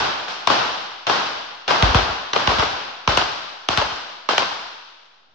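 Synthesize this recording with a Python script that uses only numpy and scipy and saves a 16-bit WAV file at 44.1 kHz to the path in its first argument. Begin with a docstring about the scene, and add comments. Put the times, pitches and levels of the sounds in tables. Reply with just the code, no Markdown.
"""Rapid pistol cracks and booms, hard slaps off nearby walls and a long diffuse roar under a range roof.
Three near firing points share the strings; two faint shots come from a far one.
Cracks, slaps and booms are filtered clicks whose lows trail the highs; far baffles echo the boom, the roof air rings.
Roar, rumble and still air are band noise under power envelopes, all but the air decaying.
The stereo microphone hears it dull above 6 kHz, and the loudest peaks clip."""
import sys
import numpy as np
from scipy import signal
from scipy.fft import rfft, irfft, next_fast_len
from scipy.io import wavfile

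SR = 44100
rng = np.random.default_rng(int(sys.argv[2]) if len(sys.argv) > 2 else 0)


def generate_wav(signal):
    """Clip the signal to [-1, 1] and save it as 16-bit WAV at the path in sys.argv[1]."""
    frames = np.transpose(np.atleast_2d(signal))
    scaled = np.clip(frames, -1, 1) * 32767
    pcm = np.round(scaled).astype(np.int16)
    wavfile.write(sys.argv[1], SR, pcm)


N = 235670

# Shots. Each row: start in seconds, firing point, crack peak in dB, boom peak in dB, late roar in dB at 1 kHz,
# brightness in dB per octave.
SHOTS = [(0.281, "far", -19, -43, -30, 1.4), (0.472, "first", -0.5, -12, -14.5, 0),
         (1.067, "first", -7.5, -32, -16, 0.05), (1.678, "first", -7, -31, -15.5, -0.1),
         (1.823, "second", 0.5, -7, -18, -0.76), (1.945, "third", -1, -8.5, -19, -0.38),
         (2.332, "first", -6.5, -37, -18.5, -0.14), (2.473, "second", -1.5, -18, -17.5, -0.36),
         (2.583, "third", -17, -19.5, -21.5, -0.02), (3.075, "second", -0.5, -16.5, -18.5, 0.18),
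         (3.172, "third", 0.5, -17, -24, 0.85), (3.686, "second", -1, -15.5, -22, 1.2),
         (3.773, "third", 1, -21, -23, 0), (4.288, "second", -1, -50, -21.5, 1.04),
         (4.379, "third", 0, -38.5, -25, 0.7), (5.03, "far", -39, -70, -60, 2)]
# Firing points. Each row: crack left-right in dB, crack tilt in dB per octave, boom tilt in dB per octave,
# early roar over late in dB, roar left-right in dB, seconds until side walls are reached and late roar starts.
POINTS = {"first": (1.8, 1.7, 9.1, 0.24, 1.42, 0.023), "second": (-1.5, -0.54, -0.8, 3, 1.5, 0.015),
          "third": (2.9, 0.6, 0.48, 5.7, 2.1, 0.013), "far": (6, -0.9, -3, 0, 1.5, 0.013)}
# Wall slaps per firing point. Each row: delay in seconds, peak in dB, left-right in dB, tilt in dB per octave.
SLAPS = {"first": [(0.0285, -4, 6.5, -3.5), (0.042, -12, 1, -2)], "second": [(0.017, -14, 4, -1.5),
         (0.043, -13, 6.5, -2.5)], "third": [(0.011, -15, -8, 3.5), (0.041, -8, 1.5, -2.5),
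         (0.048, -10.5, 6, -2)], "far": []}
# Crack and slap spectrum. Each row: frequency in Hz, density in dB per Hz.
CRACK = [(60, -38), (150, -19.5), (330, -4), (620, 0), (1100, 2.4), (1600, -8), (2140, -10.5), (2900, -6),
         (3900, -10), (4800, -19.5), (5800, -17), (7000, -32), (9600, -54), (16000, -110)]
# Boom spectrum. Each row: frequency in Hz, density in dB per Hz.
BOOM = [(25, -27.5), (40, -17), (54, 4), (70, 5), (110, 4), (170, -2.5), (260, -7.5), (450, -23),
        (800, -60.5)]
# Boom returned by far baffles. Each row: delay in seconds, level in dB relative to the boom.
BOOM_ECHO = [(0.07, -14.5), (0.138, -16.5)]
# Ring of the air under the roof. One row: frequency in Hz, level in dB, T60 in seconds.
ROOF_MODE = (53.2, -17.5, 0.33)
# Roar spectrum. Each row: frequency in Hz, density in dB per Hz.
ROAR = [(30, -47), (60, -23), (110, -12), (280, -7.5), (520, -4.5), (830, 1), (1550, -1.5), (1800, -7),
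        (2200, -9), (3000, -6.5), (4800, -11), (5600, -14.5), (6900, -28), (9600, -52), (16000, -110)]
# Late roar decay. Each row: frequency in Hz, T60 in seconds.
LATE_T60 = [(50, 1.04), (150, 0.91), (400, 1.067), (1000, 1.33), (2000, 1.395), (3500, 1.52), (6000, 1.307),
            (8500, 1.04)]
# Roar still sounding from a shot before the start. One row: early part in dB, late part in dB.
EARLIER_ROAR_DB = (-28, -18)
# Roar likeness between sides. Each row: frequency in Hz, likeness from 0 to 1.
LIKENESS = [(50, 0.91), (125, 0.43), (250, 0.34), (500, 0.21), (1500, 0.083), (8000, 0.033)]
# Microphone pair's lean, applied to roar, rumble and air. Each row: frequency in Hz, left-right in dB.
LEAN = [(60, 14), (120, -3), (230, -0.5), (460, 3), (910, 0), (1780, -3), (3520, 2), (6930, 3)]

LEAD_S = 0.003  # pulse buffer starts this long before the blast
CRACK_PIVOT_HZ, BOOM_PIVOT_HZ, ROAR_PIVOT_HZ = 1000, 90, 1000
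# Tilt per unit of brightness; the last applies to roar below its pivot.
CRACK_FOLLOWS_BRIGHTNESS, BOOM_FOLLOWS_BRIGHTNESS, LOW_ROAR_FOLLOWS_BRIGHTNESS = 0.82, 5.1, 1.45
EARLY_T60_S = 0.22
EARLY_LUMPS_DB, LATE_LUMPS_DB, LUMP_RATE_HZ = 3.0 / 2, 0.91 / 2, 76  # spread of bunched arrivals
BACKSTOP_S, BACKSTOP_DB, BACKSTOP_T60_S = 0.13, -3.5, 0.21  # smeared return, relative to late roar
BACKSTOP_HZ, BACKSTOP_CURVE_DB = 950, -7.3  # curve per squared octave
RUMBLE_DB, RUMBLE_T60_S, RUMBLE_TOP_HZ = -17.5, 0.55, 300  # relative to the boom
EARLIER_RUMBLE_DB = -31.5  # left by the boom of the shot before the start
AIR_DB, AIR_TILT_DB_PER_OCTAVE = -62, -2
MICROPHONE_TOP_HZ, CUTOFF_HZ, CONVERTER_OFFSET = 9500, 16000, 0.001


def from_db(db):
    """Decibels to amplitude gain."""
    return 10 ** (np.asarray(db) / 20)


def power_from_db(db):
    """Decibels to power gain."""
    return from_db(2 * np.asarray(db))


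def at_hz(points, hz):
    """Read a table on a log-frequency axis."""
    table = np.array(points)
    return np.interp(np.log(hz), np.log(table[:, 0]), table[:, 1])


def sides(pan_db):
    """Left and right gains as a column."""
    return from_db(np.array([[0.5], [-0.5]]) * pan_db)


def add(out, wave, s):
    """Mix a wave in at a time."""
    at = round(s * SR)
    out[:, at:at + wave.shape[1]] += wave[:, :N - at]


def shots():
    """Columns of all shots with firing-point traits; a brighter shot has a thinner crack and boom."""
    rows = []
    for s, point, crack_db, boom_db, late_db, bright_db in SHOTS:
        pan_db, crack_tilt_db, boom_tilt_db, early_over_db, roar_pan_db, walls_s = POINTS[point]
        crack_tilt_db += CRACK_FOLLOWS_BRIGHTNESS * bright_db
        boom_tilt_db += BOOM_FOLLOWS_BRIGHTNESS * bright_db
        rows.append((s, crack_db, pan_db, crack_tilt_db, boom_db, boom_tilt_db,
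                     late_db + early_over_db, late_db, bright_db, roar_pan_db, walls_s))
    names = ("s", "crack_db", "pan_db", "crack_tilt_db", "boom_db", "boom_tilt_db",
             "early_db", "late_db", "roar_tilt_db", "roar_pan_db", "walls_s")
    return dict(zip(names, np.transpose(rows)))


def pulse(spectrum, tilt_db, pivot_hz, turns, scatter_s, scatter_db, size=4096):
    """Coloured click amid close random reflections, peak 1; each pitch lags by `turns` of its own cycles."""
    t = np.arange(size) / SR
    swell = t / scatter_s * np.exp(1 - t / scatter_s)
    shared = 0.89 * rng.standard_normal(size)
    click = from_db(scatter_db) * swell * (rng.standard_normal((2, size)) + shared)
    # small surfaces return no lows
    click = signal.sosfilt(signal.butter(1, 600, "high", fs=SR, output="sos"), click)
    click[:, round(scatter_s * SR)] += 1

    hz = np.maximum(np.arange(size // 2 + 1) * SR / size, 10)
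    octaves = np.log2(np.maximum(hz / pivot_hz, 0.4))
    gain = from_db(at_hz(spectrum, hz) + tilt_db * octaves)
    lag = np.exp(-2j * np.pi * (turns * np.log(hz) + hz * LEAD_S))
    wave = irfft(rfft(click) * gain * lag)
    wave *= np.clip(np.minimum(t, t[::-1]) / LEAD_S, 0, 1) ** 2  # fade both ends
    return wave / np.abs(wave).max()


def muzzle_cracks():
    """Sharp muzzle blasts, lows trailing the highs."""
    out = np.zeros((2, N))
    shot = shots()
    columns = zip(shot["s"], shot["crack_db"], shot["pan_db"], shot["crack_tilt_db"])
    for s, peak_db, pan_db, tilt_db in columns:
        crack = pulse(CRACK, tilt_db, CRACK_PIVOT_HZ, turns=1.5, scatter_s=0.001327, scatter_db=-9)
        add(out, from_db(peak_db) * sides(pan_db) * crack, s - LEAD_S)
    return out


def muzzle_booms():
    """Low-frequency part of each blast, nearly free of scatter."""
    out = np.zeros((2, N))
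    shot = shots()
    for s, peak_db, tilt_db in zip(shot["s"], shot["boom_db"], shot["boom_tilt_db"]):
        boom = pulse(BOOM, tilt_db, BOOM_PIVOT_HZ, turns=1.5, scatter_s=0.0012, scatter_db=-42)
        add(out, from_db(peak_db) * boom, s - LEAD_S)
    return out


def wall_slaps():
    """Cracks returned by the nearest walls with later-swelling scatter, at fixed levels per firing point."""
    out = np.zeros((2, N))
    for s, point, *_ in SHOTS:
        for delay_s, peak_db, pan_db, tilt_db in SLAPS[point]:
            slap = pulse(CRACK, tilt_db, CRACK_PIVOT_HZ, turns=1.15, scatter_s=0.001774, scatter_db=-15)
            add(out, from_db(peak_db) * sides(pan_db) * slap, s - LEAD_S + delay_s)
    return out


def baffle_echoes(booms):
    """Booms back from far baffles, their upper part lost."""
    out = np.zeros((2, N))
    for delay_s, echo_db in BOOM_ECHO:
        add(out, from_db(echo_db) * booms, delay_s)
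    return signal.sosfilt(signal.butter(2, 90, fs=SR, output="sos"), out + 1e-18)


def roof_ring(booms):
    """Damped resonance of the air under the roof, driven by the booms."""
    hz, mode_db, t60_s = ROOF_MODE
    r = from_db(-60 / (t60_s * SR))
    w = 2 * np.pi * hz / SR
    ring = signal.lfilter([0, w * np.sin(w)], [1, -2 * r * np.cos(w), r * r], booms + 1e-18)
    return from_db(mode_db) * ring


def blasts():
    """Direct cracks and booms with their discrete returns."""
    booms = muzzle_booms()
    return muzzle_cracks() + wall_slaps() + booms + baffle_echoes(booms) + roof_ring(booms)


def dying(power, t60_s):
    """Each deposit of sound power fades exponentially."""
    return signal.lfilter([1], [1, -power_from_db(-60 / (t60_s * SR))], power + 1e-18)


def drift(rate_hz):
    """Noise low-passed by two equal poles at a rate, spread 1, computed every 20 samples."""
    r = np.exp(-2 * np.pi * rate_hz * 20 / SR)
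    slow = signal.lfilter([1], [1, -2 * r, r * r], rng.standard_normal(N // 20 + 2002))[2000:]
    return np.interp(np.arange(N) / 20, np.arange(len(slow)), slow / slow.std())


def roar_power(hz, shot, at, lumps):
    """Quick early and slow late reflections plus the far bank's smeared mid-range return."""
    early, late, far = np.zeros((3, 2, N))
    later = at + np.round(shot["walls_s"] * SR).astype(int)
    octaves = np.log2(hz / ROAR_PIVOT_HZ)
    follow = LOW_ROAR_FOLLOWS_BRIGHTNESS if octaves < 0 else 1
    colour = from_db(shot["roar_tilt_db"] * octaves * follow) * sides(shot["roar_pan_db"])
    early[:, at] = (colour * from_db(shot["early_db"])) ** 2
    late[:, later] = (colour * from_db(shot["late_db"])) ** 2
    early[:, 0], late[:, 0] = power_from_db(EARLIER_ROAR_DB)

    bank_db = BACKSTOP_DB + BACKSTOP_CURVE_DB * np.log2(hz / BACKSTOP_HZ) ** 2
    far[:, at + round(BACKSTOP_S * SR)] = late[:, later] * power_from_db(bank_db)
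    quick = dying(early, EARLY_T60_S) * power_from_db(EARLY_LUMPS_DB * lumps)
    slow = dying(late, at_hz(LATE_T60, hz)) + dying(far, BACKSTOP_T60_S)
    return quick + slow * power_from_db(LATE_LUMPS_DB * lumps)


def rumble_power(hz, shot, at):
    """Low roar under the roof after each boom, relative to the roar noise's spectrum."""
    rumble = np.zeros((2, N))
    spectrum_db = at_hz(BOOM, hz) - at_hz(ROAR, hz)
    tilt_db = shot["boom_tilt_db"] * np.log2(hz / BOOM_PIVOT_HZ)
    rumble[:, at] = power_from_db(shot["boom_db"] + spectrum_db + tilt_db + RUMBLE_DB)
    rumble[:, 0] = power_from_db(EARLIER_RUMBLE_DB + spectrum_db)
    return dying(rumble, RUMBLE_T60_S)


def air_power(hz):
    """Steady still-air noise, relative to the roar noise's spectrum."""
    return power_from_db(AIR_DB + AIR_TILT_DB_PER_OCTAVE * np.log2(hz / 1000))


def roar_hiss():
    """Two stereo noises with the roar's spectrum, overall spread 1."""
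    size = next_fast_len(N)
    hz = np.maximum(np.arange(size // 2 + 1) * SR / size, 10)
    spectrum = rfft(rng.standard_normal((2, 2, size))) * from_db(at_hz(ROAR, hz))
    hiss = irfft(spectrum, size)[..., :N]
    return hiss / hiss.std()


def reverberation_and_air():
    """Third-octave noise bands shaped by roar, rumble and air power; lows build up more slowly."""
    shot = shots()
    at = np.round((shot["s"] + 0.0012) * SR).astype(int)
    hiss, lumps = roar_hiss(), drift(LUMP_RATE_HZ)  # arrivals bunch in all bands at once
    edges_hz = 32 * 2 ** (np.arange(26) / 3)
    out = np.zeros((2, N))
    for k, (low_hz, high_hz) in enumerate(zip(edges_hz, edges_hz[1:])):
        hz = np.sqrt(low_hz * high_hz)
        power = roar_power(hz, shot, at, lumps) + air_power(hz)
        if hz < RUMBLE_TOP_HZ:
            power += rumble_power(hz, shot, at)
        build = np.exp(-1 / (SR * (0.007 + 0.34 / hz)))
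        power = signal.lfilter([1 - build], [1, -build], power, zi=build * power[:, :1])[0]

        band = signal.butter(2, [low_hz, high_hz], "band", fs=SR, output="sos")
        mid, side = signal.sosfilt(band, hiss[k % 2])  # neighbouring bands use different noise
        alike = np.clip(at_hz(LIKENESS, hz), 0, 1)
        noise = np.sqrt(1 + alike) * mid + np.sqrt(1 - alike) * side * [[1], [-1]]
        out += np.sqrt(power / 2) * noise * sides(at_hz(LEAN, hz))
    return out


def scene():
    """Blasts over their reverberation and still air."""
    return blasts() + reverberation_and_air()


def record(dry):
    """Microphone rolls off above its top, peaks clip, clipping splash is cut at the band edge."""
    heard = signal.sosfilt(signal.butter(10, MICROPHONE_TOP_HZ, fs=SR, output="sos"), dry)
    clipped = np.clip(heard + CONVERTER_OFFSET, -0.99, 0.99)
    return signal.sosfilt(signal.cheby2(12, 70, CUTOFF_HZ, fs=SR, output="sos"), clipped)


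dry = scene()
out = record(dry)
generate_wav(out)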